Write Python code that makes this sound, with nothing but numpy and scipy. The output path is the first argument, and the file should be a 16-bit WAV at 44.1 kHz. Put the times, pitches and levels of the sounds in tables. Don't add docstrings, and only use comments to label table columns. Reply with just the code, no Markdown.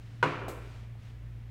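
import sys
import numpy as np
from scipy import signal
from scipy.fft import rfft, irfft
from scipy.io import wavfile

SR = 44100
rng = np.random.default_rng(int(sys.argv[2]) if len(sys.argv) > 2 else 0)


def store_pcm(level_fs):
    pcm = np.round(np.clip(level_fs, -1, 1) * 32767).astype(np.int16)
    wavfile.write(sys.argv[1], SR, np.atleast_2d(pcm).T)


N = 66150

# f/Hz, t60/s
ROOM_DECAY = [(120, 0.27), (400, 1), (1200, 0.9), (2600, 0.96), (5000, 0.68), (9000, 0.68), (15000, 0.51)]
# f/Hz, rms level/dB, waver depth/ratio to the steady tone, waver rate/Hz
HUM_TONES = [(114.96, -45, 0.057, 15), (119.5, -59, 0.6, 1), (55.9, -50, 6.6, 2.5), (222, -69.5, 0.3, 2),
             (282.4, -72.5, 2.1, 3.1)]
# f/Hz, relative level/dB
AIR_COLOUR = [(25, -1), (45, -8), (70, 5.5), (110, 7.5), (170, -4), (300, -13.5), (600, -19.5), (1200, -25),
              (2000, -22.5), (3200, -29), (5000, -36.5), (9000, -43.5), (15500, -45.5)]
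# centre t/s, half width/s, level/dB
CLOTH_SWELLS = [(0.086, 0.21, -65.5), (0.726, 0.096, -60.5), (1.071, 0.052, -63.5)]
# f/Hz, relative level/dB
CLOTH_COLOUR = [(600, 4), (1500, 4), (3000, 3.5), (5000, -3), (9000, -13), (15000, -25)]
# t/s, level/dB, f/Hz, t60/s, echo send/dB
FITTING_BUMPS = [(0.2706, -27, 258, 0.025, -20), (0.4184, -38, 387, 0.12, -4),
                 (0.4825, -23.5, 680, 0.01, -26), (0.4950, -37.5, 382, .05, -9),
                 (0.9525, -51, 712, 0.028, -22)]
# t/s, gain/dB
LATCH_CLICKS = [(0.4822, -2), (0.4858, 0)]
# f/Hz, relative level/dB
LATCH_COLOUR = [(1500, -5), (3500, -0.5), (5500, -4), (8000, 0.5), (10500, -5.5), (13000, -3), (16000, -5)]
# f/Hz, level/dB, t60/s
LATCH_MODES = [(7950, -46, 0.023), (7140, -61, 0.053), (13400, -47, 0.015)]
# t/s, gain/dB, low-pass f/Hz, chatter amount/0-1
PANEL_HITS = [(0.2282, -1, 10300, 0.66), (0.268, -18, 460, 0.6), (0.4189, -19, 1680, 0.4)]
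# f/Hz, level/dB, t60/s
PANEL_MODES = [(183, -36, 0.04), (512.5, -28, 0.047), (772, -26.5, 0.055), (975, -24.5, 0.041),
               (1128, -24, 0.12), (1424, -17.5, .042), (1512, -24.5, 0.041), (2450, -40, 0.051),
               (2690, -38, 0.043), (4070, -41, 0.044), (7940, -73, .04)]
# f/Hz, level/dB, t60/s
STALL_MODES = [(150.8, -28.5, 0.41), (284, -34, 0.66), (344.6, -35.5, 0.63), (423, -28.5, 0.31),
               (512, -32, 0.5), (719, -50, .7), (976.5, -39.5, 0.7), (1026, -34, 0.39), (1119, -34.5, 0.6),
               (1146, -52, 0.7), (1351, -41.5, 1.03), (1427, -51, .45), (1490, -47.5, 1.33),
               (1570, -37.5, 0.25), (2285, -54.5, 1.65), (2390, -47.5, 1.3), (2960, -49.5, .7)]
# f/Hz, relative level/dB
HIT_ECHO_COLOUR = [(100, -30), (160, 4.5), (280, -5), (480, 1), (780, -3), (1050, 3.5), (1500, -2),
                   (1900, -4), (2850, -8), (3200, -14.5), (4200, -18), (7000, -28.5), (15000, -41)]

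T = np.arange(N) / SR
FREQS = np.fft.rfftfreq(N, 1 / SR)
ECHO_FADE_IN = 1 - np.exp(-T / 0.0017)


def from_db(db):
    return 10 ** (np.asarray(db) / 20)


def unit_rms(x):
    return x / np.sqrt(np.mean(x ** 2) + 1e-20)


def decay(t60):
    return np.exp(-np.log(1000) * T / t60)


def delayed(x, s):
    return np.interp(T - s, T, x, left=0)


def filtered(x, kind, hz, order=2):
    return signal.sosfilt(signal.butter(order, hz, kind, fs=SR, output="sos"), x + 1e-18)


def noise(colour):
    hz, db = np.transpose(colour)
    curve_db = np.interp(np.log(np.maximum(FREQS, 1)), np.log(hz), db)
    return unit_rms(irfft(rfft(rng.standard_normal(N)) * from_db(curve_db), N))


def drift(rate_hz):
    return unit_rms(irfft(rfft(rng.standard_normal(N)) / (1 + (FREQS / rate_hz) ** 4), N))


def room_tail(colour):
    spectrum = rfft(noise(colour))
    log_hz, centres = np.log(FREQS + 1), np.log([hz for hz, _ in ROOM_DECAY])
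    return sum(irfft(spectrum * np.interp(log_hz, centres, band), N) * decay(t60)
               for band, (_, t60) in zip(np.eye(len(centres)), ROOM_DECAY))


def ventilation():
    out = from_db(-51.5) * noise(AIR_COLOUR)
    for hz, db, depth, rate_hz in HUM_TONES:
        waver = depth * (drift(rate_hz) + 1j * drift(rate_hz)) / np.sqrt(2)
        tone = (1 + waver) * np.exp(2j * np.pi * hz * T)
        out += from_db(db) * unit_rms(tone.real)
    return out


def clothing():
    swells = sum(from_db(db) * np.exp(-0.5 * ((T - s) / width) ** 2) for s, width, db in CLOTH_SWELLS)
    return noise(CLOTH_COLOUR) * swells


def struck(modes):
    return sum(from_db(db) * decay(t60) * np.sin(2 * np.pi * hz * T) for hz, db, t60 in modes)


def fittings():
    out = np.zeros(N)
    for s, db, hz, t60, echo_db in FITTING_BUMPS:
        colour = [(hz * 2.0 ** octave, -12 * abs(octave)) for octave in range(-5, 6)]
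        echo = from_db(echo_db) * noise(colour) * decay(t60=0.76) * ECHO_FADE_IN
        out += from_db(db) * delayed(struck([(hz, 0, t60)]) + echo, s)
    return out


def latch():
    out = np.zeros(N)
    contact = from_db(-65) * decay(t60=0.02)
    body = from_db(-50) * decay(t60=0.21)
    for s, db in LATCH_CLICKS:
        snap = noise(LATCH_COLOUR) * (contact + body)
        tail = from_db(-58.5) * room_tail(LATCH_COLOUR)
        out += from_db(db) * delayed(snap + struck(LATCH_MODES) + tail, s)
    return out


def panel():
    bounce_s, bounce_loss_db = 0.002, 0.8
    clunk = filtered(struck(PANEL_MODES), "highpass", hz=240)
    out = np.zeros(N)
    for s, db, contact_hz, chatter in PANEL_HITS:
        crack_noise = unit_rms(filtered(rng.standard_normal(N), "lowpass", hz=2780, order=1))
        attack = clunk + from_db(-48) * crack_noise * decay(t60=0.023)
        bounces = sum(from_db(-bounce_loss_db * k) * delayed(attack, k * bounce_s) for k in (1, 2))
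        early_echo = from_db(-22) * noise(HIT_ECHO_COLOUR) * decay(t60=0.11)
        tail = from_db(-30.5) * room_tail(HIT_ECHO_COLOUR)
        bloom = ECHO_FADE_IN * (early_echo + tail + struck(STALL_MODES))
        hit = filtered(attack + chatter * bounces + bloom, "lowpass", contact_hz)
        out += from_db(db) * delayed(hit, s)
    return out


def scene():
    return (panel() + latch() + fittings() + ventilation() + clothing())[None]


def record(dry):
    cutoff_hz = 15900
    return signal.sosfilt(signal.ellip(12, 0.1, 80, cutoff_hz, fs=SR, output="sos"), dry)


dry = scene()
out = record(dry)
store_pcm(out)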